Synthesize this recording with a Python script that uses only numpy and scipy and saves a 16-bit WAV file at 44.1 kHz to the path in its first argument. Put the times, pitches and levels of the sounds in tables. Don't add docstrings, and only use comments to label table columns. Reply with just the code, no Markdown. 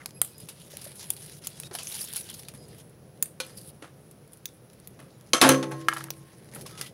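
import sys
import numpy as np
from scipy import signal
from scipy.fft import rfft, irfft
from scipy.io import wavfile
from scipy.ndimage import uniform_filter1d

SR = 44100
rng = np.random.default_rng(int(sys.argv[2]) if len(sys.argv) > 2 else 0)


def convert_level_to_amplitude(level_db):
    exponent = np.asarray(level_db, float) / 20
    return 10 ** exponent


def unload_wav(signal):
    wavfile.write(
        sys.argv[1],
        SR,
        np.round(np.clip(np.atleast_2d(signal).T, -1, 1) * 32767).astype(np.int16),
    )


N = 305613
T = np.arange(N) / SR
SNAP_T60_S = 0.012
# [t/s, peak/dB, middle/dB, bottom/dB]
BANGS = [
    (0.216, 2, -26, -22.5),
    (1.1038, -4.5, -27.5, -23.5),
    (1.4709, -12.5, -14, -26),
    (3.2265, -4, -25, -21),
    (4.4567, -20, -9, -21),
    (6.105, -21, -5.5, -9),
]


def shaped(x, spectrum):
    hz, db = np.transpose(spectrum)
    f = np.maximum(np.arange(N // 2 + 1) * SR / N, 1)
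    return irfft(rfft(x) * convert_level_to_amplitude(np.interp(np.log(f), np.log(hz), db)), N)


def band(x, lo_hz, hi_hz):
    sos = signal.butter(2, [lo_hz, min(hi_hz, .45 * SR)], "band", fs=SR, output="sos")
    return signal.sosfilt(sos, x)


def unit(x):
    return x / np.sqrt(np.mean(x ** 2))


def noise():
    return rng.standard_normal(N)


def walk(rate_hz):
    k = int(SR / rate_hz)
    held = np.repeat(rng.standard_normal(N // k + 1), k)
    return unit(uniform_filter1d(uniform_filter1d(held, k), k)[:N])


def grains(rate_hz, spread_db, t60_s):
    size_db = np.minimum(spread_db * rng.exponential(size=N), 12)
    size = (rng.random(N) < rate_hz / SR) * convert_level_to_amplitude(size_db)
    return unit(signal.lfilter([1], [1, -10 ** (-3 / (t60_s * SR))], size))


def bursts(times_s, dbs, t60s_s):
    env = np.zeros(N)
    for s, db, t60 in zip(times_s, dbs, t60s_s):
        i = int(s * SR)
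        t = T[:min(int(1.5 * t60 * SR), N - i)]
        env[i:i + len(t)] += convert_level_to_amplitude(db - 60 * t / t60)
    return env


def taps(times_s, dbs):
    out = np.zeros(N)
    np.add.at(out, (np.asarray(times_s) * SR).astype(int), convert_level_to_amplitude(dbs))
    return out


def ring(x, modes):
    out = 0
    for hz, db, t60 in modes:
        r, w = 10 ** (-3 / (t60 * SR)), 2 * np.pi * hz / SR
        out = out + convert_level_to_amplitude(db) * signal.lfilter([0, r * np.sin(w)], [1, -2 * r * np.cos(w), r * r], x)
    return out


def spits(rows, gain_db, t60_s, width):
    out, t = np.zeros(N), T[:2000]
    for (s, db, hz), spit in zip(rows, rng.standard_normal((len(rows), 2000))):
        i = int(s * SR)
        out[i:i + 2000] += unit(band(spit, hz / width, hz * width)) * convert_level_to_amplitude(db + gain_db - 60 * t / t60_s)
    return out


def flames():
    # [t/s, level/dB]
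    draught = [(0, -52.5), (1.2, -52), (2.4, -50), (3.4, -52), (4.6, -53), (5.3, -52), (6.4, -52),
               (6.6, -46.5), (6.93, -50)]
    # [f/Hz, density/dB per Hz]
    fire_spectrum = [(18, -54), (30, -27.5), (106, -10), (140, -3.5), (243, -16), (268, -18), (310, -15.5),
                     (488, -16.5), (532, -17), (900, -31.5), (1170, -71.5), (1980, -120)]
    # [f/Hz, density/dB per Hz]
    hiss_spectrum = [(400, -34.5), (700, -5.5), (1000, -4.5), (1300, -6), (3800, -15), (5800, -15),
                     (8400, -28), (10700, -19.5), (13200, -24.5), (15200, -16.5), (16000, -15)]
    roar = unit(shaped(noise(), fire_spectrum)) * convert_level_to_amplitude(np.interp(T, *np.transpose(draught)))
    roar *= convert_level_to_amplitude(walk(22))
    hiss_db = -64
    return roar + unit(shaped(noise(), hiss_spectrum)) * convert_level_to_amplitude(hiss_db)


def strokes():
    # [start/s, end/s, start/dB, end/dB, dullness/dB]
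    stroke_rows = [(0, 0.093, -68, -88, 11), (0.227, 0.69, -60.5, -54.5, -3.5), (0.699, 1, -51, -54, 0),
                   (0.998, 1.149, -46.5, -55.5, 0), (1.159, 1.393, -51.5, -55.5, -1.5),
                   (1.419, 1.678, -55.5, -53, 0), (1.73, 1.864, -44, -45, -1.5),
                   (1.87, 2.167, -39, -42.5, -3), (2.158, 2.217, -34, -43, -4),
                   (2.22, 2.319, -48.5, -42.5, -3.5), (2.327, 2.477, -46.5, -56.5, -3.5),
                   (2.483, 2.533, -48, -64, -1), (2.546, 2.584, -48, -62, 0.5),
                   (2.577, 2.817, -73, -55.5, 1), (3.42, 3.554, -63, -60, 3.5),
                   (3.556, 3.707, -52.5, -52.5, -8), (4.698, 5.303, -81.5, -75.5, 6),
                   (5.45, 5.892, -64, -66.5, 7), (5.897, 6.08, -65, -69, 10), (6.098, 6.503, -70, -71, 3.5),
                   (6.518, 6.626, -58, -58, 4), (6.655, 6.77, -59.5, -61, 4.5),
                   (6.775, 6.862, -47, -48, -1.5), (6.865, 6.926, -39, -75, 1)]
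    rest_db = (-68, -75, -78)
    edge_s, dull_offset_db, dull_slope = 0.013, -5.5, 2.48
    gain = np.outer(convert_level_to_amplitude(np.array(rest_db)), np.ones(N))
    for start, end, start_db, end_db, dull_db in stroke_rows:
        on = slice(max(int((start - edge_s) * SR), 0), int((end + edge_s) * SR))
        edge = np.clip(np.minimum(T[on] - start, end - T[on]) / edge_s + .5, 0, 1)
        push = edge * convert_level_to_amplitude(np.interp(T[on], [start, end], [start_db, end_db]))
        tilt_db = np.array([0, dull_db, dull_offset_db + dull_slope * dull_db])
        gain[:, on] += np.outer(convert_level_to_amplitude(tilt_db), push)
    return 20 * np.log10(gain)


def rustle():
    top_db, mid_db, low_db = strokes()
    shared = unit(0.95 + .5 * grains(260, 2.8, 0.0086))
    shared *= convert_level_to_amplitude(1.5 * walk(40))
    colours = [(950, low_db - 12.0), (1400, low_db - 13), (1900, low_db - 9.0),
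               (2600, mid_db - 15.5), (3400, mid_db - 10.5), (4600, mid_db - 9.5), (6100, mid_db - 9.5),
               (8000, top_db - 25.0), (10400, top_db - 12.0), (14000, top_db - 16.5)]
    out = np.zeros(N)
    for hz, db in colours:
        patch = convert_level_to_amplitude(db + 3.2 * walk(30))
        out += patch * unit(band(noise(), hz / 1.256, hz * 1.134))
    return shared * out


def kindling():
    # [t/s, peak/dB, f/Hz]
    knock_rows = [(0.434, -33, 150), (0.736, -37, 570), (0.864, -35.5, 590), (1.715, -36.5, 363),
                  (1.748, -30.5, 730), (2.548, -35.5, 192), (3.579, -39, 151), (6.562, -36, 268),
                  (6.659, -39.5, 1105), (1.632, -40, 2570), (5.718, -40, 2492), (2.303, -39, 3240),
                  (6.662, -38, 5240)]
    out = np.zeros(N)
    for s, db, hz in knock_rows:
        i = int(s * SR)
        t = T[:min(4000, N - i)]
        attack = np.minimum(t / 0.0016, 1)
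        out[i:i + len(t)] += convert_level_to_amplitude(db - 60 * t / 0.042) * np.sin(2 * np.pi * hz * t) * attack
    return out


def cracks():
    # [t/s, peak/dB, f/Hz]
    crack_rows = [(0.7502, -43, 5460), (0.8165, -36, 5060), (1.2965, -45, 5400), (1.4391, -34, 5030),
                  (1.5744, -41, 3450), (1.786, -28, 2910), (1.8044, -35, 2660), (1.8194, -32, 2630),
                  (1.8324, -36, 7100), (1.8711, -26, 6200), (1.91, -33, 2990), (1.9204, -30, 3880),
                  (1.9424, -31, 6550), (1.9505, -27, 4690), (1.9624, -32, 5260), (1.9904, -33, 5330),
                  (2.0004, -32, 5720), (2.0144, -28, 4870), (2.0274, -30, 5500), (2.0474, -33, 6740),
                  (2.0747, -34, 5010), (2.1034, -34, 3430), (2.1804, -31, 4600), (2.2323, -41, 5810),
                  (2.2608, -35, 3290), (2.2794, -38, 2990), (2.2954, -29, 3290), (2.3396, -33.5, 6460),
                  (2.3935, -35, 5490), (2.4503, -40, 4130), (2.4848, -40, 4190), (3.4344, -36, 3190),
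                  (3.4454, -44, 2780), (3.4594, -46, 4190), (3.5704, -38.5, 4730), (3.582, -34, 4750),
                  (3.6064, -43, 4400), (3.6166, -45, 4790), (3.6304, -47, 4790), (3.6481, -45, 4500),
                  (3.6794, -49, 4980), (3.6914, -53, 4690), (3.7044, -56, 4610), (4.4784, -45, 6130),
                  (4.4874, -48, 5670)]
    return spits(crack_rows, gain_db=-8.5, t60_s=0.033, width=1.08)


def tints():
    # [t/s, peak/dB, f/Hz]
    tint_rows = [(1.4696, -30, 15100), (3.2251, -15, 15000), (4.4558, -24, 15200), (4.8743, -36, 14800),
                 (6.0387, -37, 14100), (6.104, -28, 15100),
                 (1.1024, -25, 7100), (1.4696, -25, 6760), (3.2251, -18, 6890), (4.4558, -27, 6320),
            (5.3328, -14, 5840), (5.4894, -13, 6190), (5.6281, -35, 5900), (6.104, -28, 5890),
                 (5.3328, -9, 4150), (5.4141, -11, 4400), (5.4889, -15, 4130), (5.6296, -31, 3610),
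           (5.885, -24, 4060),
                 (0.2149, -23, 1970), (1.1029, -31, 3400), (5.3328, -12, 3230), (5.4146, -9, 1990)]
    return spits(tint_rows, gain_db=-5, t60_s=.03, width=1.06)


def pop_rows():
    # [t/s, peak above 7 kHz/dB, body (duller part)/dB]
    snap_rows = [(0.0591, -15, -13), (0.108, -38.5, -9), (0.77, -21, -14), (1.6347, -31.5, -5),
                 (1.833, -24, -19), (1.6, -21, -25), (1.6, -22, -20), (2.3, -24, -22), (2.088, -28, -20),
                 (1.9, -25, -20), (2.1285, -24, -18), (2.1605, -20, -20), (2.1765, -18, -22),
                 (1.297, -32.5, -13), (4.7, -47, -3), (1.8717, -30, -4.5), (2.1359, -16, -19),
                 (2.166, -13, -27), (2.4339, -39.5, -3), (2.2, -29, -29), (4.8738, -25, -19),
                 (5.211, -41, -15), (5.693, -44, -22), (6.6, -48, -4), (6.0405, -22.5, -14),
                 (6.594, -36, -20), (6.515, -47, -5), (6.445, -44, -8), (4.8, -39, -17), (3.175, -46, -8.5)]
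    # [t/s, peak/dB, body/dB]
    tick_rows = [(0.381, -28, -24), (0.6025, -46, -13), (0.781, -34, -19), (0.8427, -21, -25),
                 (0.9562, -30, -21), (1.1656, -26, -13.5), (1.2208, -33.5, -8), (1.2613, -28, -15),
                 (1.923, -22, -10.5), (2.0413, -20, -19), (2.209, -23, -17), (2.29, -33.5, -1.5),
                 (2.3432, -23, -15.5), (2.395, -27, -13), (2.485, -24, -11.5), (2.6846, -33, -19),
                 (2.7837, -32, -24), (2.8948, -41, -18), (3.4485, -35, -12), (3.4654, -30, -21),
                 (3.6137, -30, -19), (4.1118, -32, -18), (4.2762, -40, -19), (4.3214, -39, -21),
                 (4.3331, -29.5, -17.5), (4.372, -36, -21), (4.732, -36.5, -16), (6.5373, -34.5, -17),
                 (6.8126, -16, -7)]
    # [t/s, peak/dB, body/dB]
    crunch_rows = [(0.4005, -26.5, -17.5), (0.4866, -20.5, -11), (0.814, -24.5, -15), (1.4452, -24.5, -12),
                   (1.569, -34.5, -7.5), (1.9486, -17, -18), (2.000, -21, -25), (2.009, -16, -25),
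                   (2.015, -23, -25), (3.5732, -23, -22), (5.9349, -21.5, -11.5), (5.9813, -26, -12),
                   (6.0048, -33, -6), (6.5479, -21.5, -26), (6.6104, -24.5, -14.5), (6.6622, -27.5, -6)]
    # [t/s, peak/dB, middle/dB, bottom/dB, t60/s]
    thud_rows = [(1.7113, -43, 2, 15.5, 0.055), (1.739, -42, -24, 2, 0.01),
                 (1.7514, -17, -10.5, -9.5, 0.036), (1.787, -26, -2, -4, 0.067),
                 (2.5384, -35, -18, -4, 0.013), (3.4016, -16.5, -4.5, -8.5, 0.041),
                 (5.002, -37.5, -24, 4, 0.023), (5.3339, -18, 11.5, -8, 0.019),
                 (5.414, -0.5, -1.5, -36, 0.049), (5.4903, 4, -14, -34, 0.029),
                 (5.6279, -55.5, 28, 28, 0.029), (5.7128, -28.5, -29, 4, 0.034),
                 (5.8852, -13, -5.5, -6.5, 0.022), (5.9352, -38, -5, 12.5, 0.015),
                 (5.9682, -25.5, -5.5, -1, 0.035), (6.56, -44, -10, 15, 0.044),
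                 (6.776, -37, 1.5, -4, 0.042), (6.7866, -38, -3, 1, 0.056)]
    out = []
    for rows, t60 in ((snap_rows, SNAP_T60_S), (tick_rows, 0.028), (crunch_rows, 0.058)):
        for s, db, body_db in rows:
            bottom_db = -9 + 0.74 * body_db
            out.append((s, db, body_db, bottom_db, t60))
    return out + [(*row, SNAP_T60_S) for row in BANGS] + thud_rows


def pops():
    s, top_db, mid_db, low_db, t60 = np.transpose(pop_rows())
    snap_db = 3 - 300 * (t60 - .013)
    # low/Hz, high/Hz, level/dB, length factor
    bands = ((7700, 14500, -14.5, 1.56), (2190, 6000, mid_db - .5, 1.88), (298, 1480, low_db - 4, 1.9))
    out = 0
    for lo, hi, db, last in bands:
        spray = uniform_filter1d(bursts(s, top_db + db - 10, last * t60), size=61, origin=30)
        snap = bursts(s, top_db + db + snap_db, np.full(len(s), .004))
        out = out + unit(band(noise(), lo, hi)) * (spray + snap)
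    return out


def needles():
    # [t/s, level/dB]
    edge_rows = [
        (5.334, -9),
        (5.4148, -6),
    ]
    s, peak_db, _, bottom_db = np.transpose(BANGS)
    steps = taps(s, peak_db + bottom_db - 2.0) + taps(*np.transpose(edge_rows))
    return band(steps, 150, 17000)


def squeaks():
    # [start/s, length/s, f/Hz, level/dB]
    squeak_rows = [(0.127, .21, 4975, -68), (0.343, .09, 4975, -60), (0.14, .065, 11110, -63),
                   (.15, .055, 8185, -71), (0.156, .03, 2545, -61), (1.5, .12, 3400, -66),
                   (1.58, .05, 4000, -62), (1.5, .1, 4975, -69), (5.13, .05, 6915, -76),
                   (5.11, .07, 3900, -76), (3.55, .06, 4975, -67), (.3, .06, 2545, -69),
                   (.37, .08, 6915, -71), (0.614, .046, 6915, -68), (1.026, .07, 11110, -62),
                   (1.04, .06, 6915, -67), (1.5, .19, 8185, -67), (1.53, .12, 6915, -70),
                   (1.6, .06, 11110, -65), (1.638, .04, 3760, -51), (1.87, .037, 11110, -52),
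                   (2.575, .085, 4975, -62), (2.68, .09, 4975, -69), (2.57, .08, 11110, -71),
                   (2.6, .06, 8185, -73), (2.58, .1, 6915, -74), (3.46, .05, 8185, -65),
                   (3.45, .1, 4975, -67), (2.098, .23, 1600, -66), (2.26, .06, 3300, -66),
                   (6.69, .17, 1280, -58), (6.72, .06, 3500, -64), (6.812, .06, 1990, -53),
                   (6.67, .09, 4975, -67)]
    out = np.zeros(N)
    for start, length, hz, db in squeak_rows:
        t = T[:int(length * SR)]
        line = ring(rng.standard_normal(SR // 2), [(hz, 0, .09)])[-len(t):]
        line = unit(line / (uniform_filter1d(abs(line), size=300) + 1e-9) ** .35)
        fade = np.minimum(np.minimum(t, length - t) / 0.0099, 1)
        i = int(start * SR)
        out[i:i + len(t)] += convert_level_to_amplitude(db) * fade * line
    return out


def handle():
    # [t/s, peak/dB]
    bounce_rows = [
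        (5.885, -3),
        (5.9274, -16),
        (5.9648, -22.5),
        (5.9707, -23),
        (6.009, -26),
        (6.085, -35),
        (6.8114, -30),
    ]
    # [f/Hz, level/dB, t60/s]
    handle_modes = [(700, -15, 0.035), (1202.5, -9, 0.041), (1315, 7.5, 0.021), (1648, 3, 0.024),
                    (1850, -18, 0.089), (2130, -16.5, 0.054), (2960, -9, 0.021)]
    s, db = np.transpose(bounce_rows)
    return band(ring(taps(s, db - 10.0), handle_modes), 1090, 5000)


def shovel():
    # [t/s, crash/dB, blade/dB, scoop/dB, hearth/dB]
    clang_rows = [
        (3.822, -39.5, -65, -50, -64),
        (4.991, -46, -75, -51, -54),
        (5.335, -20.5, -16, -35.5, -47),
        (5.415, -12.5, -28.5, -29, -20.5),
        (5.426, -14.5, -37, -33.5, -26.5),
        (5.445, -18.5, -34, -37, -17),
        (5.490, -19, -17, -41, -19.5),
    ]
    # [t/s, crash/dB, blade/dB, scoop/dB, hearth/dB]
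    touch_rows = [
        (3.402, -37.5, -39.5, -20, -49),
        (5.63, -29, -42, -36, -34.5),
        (5.718, -39, -40, -42, -37),
    ]
    # [f/Hz, level/dB, t60/s]
    blade_modes = [(517.3, -3, 0.17), (1097, 0, 0.2), (1305.6, -1, 0.31), (1672, -11.5, .25),
                   (2245, -13, 0.15), (3176, -8.5, 0.185), (3455, -13.5, .14), (3671, -16, 0.13),
                   (4190, -8, 0.24), (5270, -13.5, 0.14), (5647, -16, 0.14), (6050, -9.5, .2),
                   (6230, -7, 0.3), (6900, -16.5, 0.17), (7270, -17, .11), (8170, -13, 0.11),
                   (10440, -11.5, 0.11), (11104, -4, 0.12)]
    # [f/Hz, level/dB, t60/s]
    scoop_modes = [(522, -3, 0.16), (1220, -30, .1), (1480, -9.5, 0.15), (2030, -31, .12),
                   (2420, -2, 0.089), (3000, -8, .12), (3270, -11.5, .14), (3876, -15.5, 0.13),
                   (4230, -9.5, .12), (4540, -34.5, .1)]
    # [f/Hz, level/dB, t60/s]
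    hearth_modes = [(138.9, -3, 2), (199.4, -15.5, 0.76), (266.5, 1.5, 0.42), (327.4, -4.5, 1.61),
                    (397.6, -11, 1.02), (496, -6, 0.89), (533, -4, 0.7), (591, -5, 0.59), (711, -7.5, 0.28),
                    (739, -7.5, 0.42), (869.7, 1.5, 0.23), (990, -11, .3), (1069, -17, 1.3),
                    (1110, -2, 0.33), (1288, -24, 1.3), (1410, -17, 0.17), (1510, -9, 0.199),
                    (1645, -17, 0.53), (1868, -30, 1.7), (1980, -13, 0.25), (2070, -21.5, 0.15),
                    (2550, -18.5, 0.24), (3100, -23, .2), (3600, -28, .2)]
    # [f/Hz, density/dB per Hz]
    crash_spectrum = [(88, -42.5), (150, -20), (313, -1.5), (434, -14), (515, -7), (725, -11.5), (804, -17),
                      (876, -14.5), (1190, -9), (9000, -32.5), (11700, -29), (19800, -120)]
    # [t/s, level/dB]
    jolt_rows = [
        (5.334, -40.5),
        (5.415, -40),
        (5.49, -36),
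    ]
    wobble_db = 2.5
    s, crash_db, blade_db, scoop_db, hearth_db = np.transpose(clang_rows + touch_rows)
    t60 = [0.22] * len(clang_rows) + [0.086] * len(touch_rows)

    rattle = unit(1.8 + grains(260, 3, .008))
    buzz_modes = [(hz, db, .045) for hz, db, _ in blade_modes if 2000 < hz < 9000]
    buzz = unit(ring(noise(), buzz_modes)) * rattle * bursts(s, blade_db - 10, t60)
    blade = ring(taps(s, blade_db - 9.0), blade_modes) + buzz

    scoop_push = taps(s, scoop_db - 9.5)
    scoop = 0
    for hz, db, ring_s in scoop_modes:
        scoop = scoop + convert_level_to_amplitude(wobble_db * walk(60)) * ring(scoop_push, [(hz, db, 0.85 * ring_s)])

    thicket = [(400 * 14 ** a, -19 - 4 * a - 8 * b, 0.13 + 0.16 * c) for a, b, c in rng.random((60, 3))]
    hearth_push = taps(s, hearth_db - 6)
    hearth = ring(hearth_push, thicket)
    for mode in hearth_modes:
        hearth = hearth + convert_level_to_amplitude(wobble_db * walk(18)) * ring(hearth_push, [mode])

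    crash = unit(shaped(noise(), crash_spectrum + [(16000, -64)]))
    crash = convert_level_to_amplitude(-1.5) * crash * rattle * bursts(s, crash_db, t60)
    jolt = ring(taps(*np.transpose(jolt_rows)), [(38, 0.000064, .07)])
    return band(blade + scoop + crash, 250, 9200) + band(band(hearth, 112, 7000), 113, 9000) + jolt


def room(x):
    wall_s, wall_db, tail_db, tail_t60_s = 0.0313, -40, -43, 0.23
    t = T[:SR // 2]
    diffuse = unit(rng.standard_normal(len(t)))
    tail = convert_level_to_amplitude(tail_db - 60 * t / tail_t60_s) * np.minimum(t / 0.0066, 1)
    late = np.maximum(t - wall_s, 0)
    slap = convert_level_to_amplitude(wall_db - 60 * late / 0.012) * (t >= wall_s)
    return x + signal.fftconvolve(x, diffuse * (tail + slap))[:N]


def scene():
    background = flames() + rustle()
    hits = kindling() + cracks() + pops() + needles() + squeaks() + handle() + shovel()
    return (background + tints() + room(hits))[None]


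def roll_off(x):
    return signal.sosfilt(signal.butter(12, 16970, fs=SR, output="sos"), x)


def record(dry):
    port_hz, port_db, port_width_hz, top_hz = 10240, 11.5, 1400, 15680
    b, a = signal.iirpeak(port_hz, port_hz / port_width_hz, fs=SR)
    x = np.tanh(dry + (convert_level_to_amplitude(port_db) - 1) * signal.lfilter(b, a, dry))
    x = signal.sosfilt(signal.butter(2, 45, "high", fs=SR, output="sos"), x)
    x = signal.sosfilt(signal.ellip(6, .3, 34, top_hz, fs=SR, output="sos"), x)
    return roll_off(x)


dry = scene()
out = record(dry)
unload_wav(out)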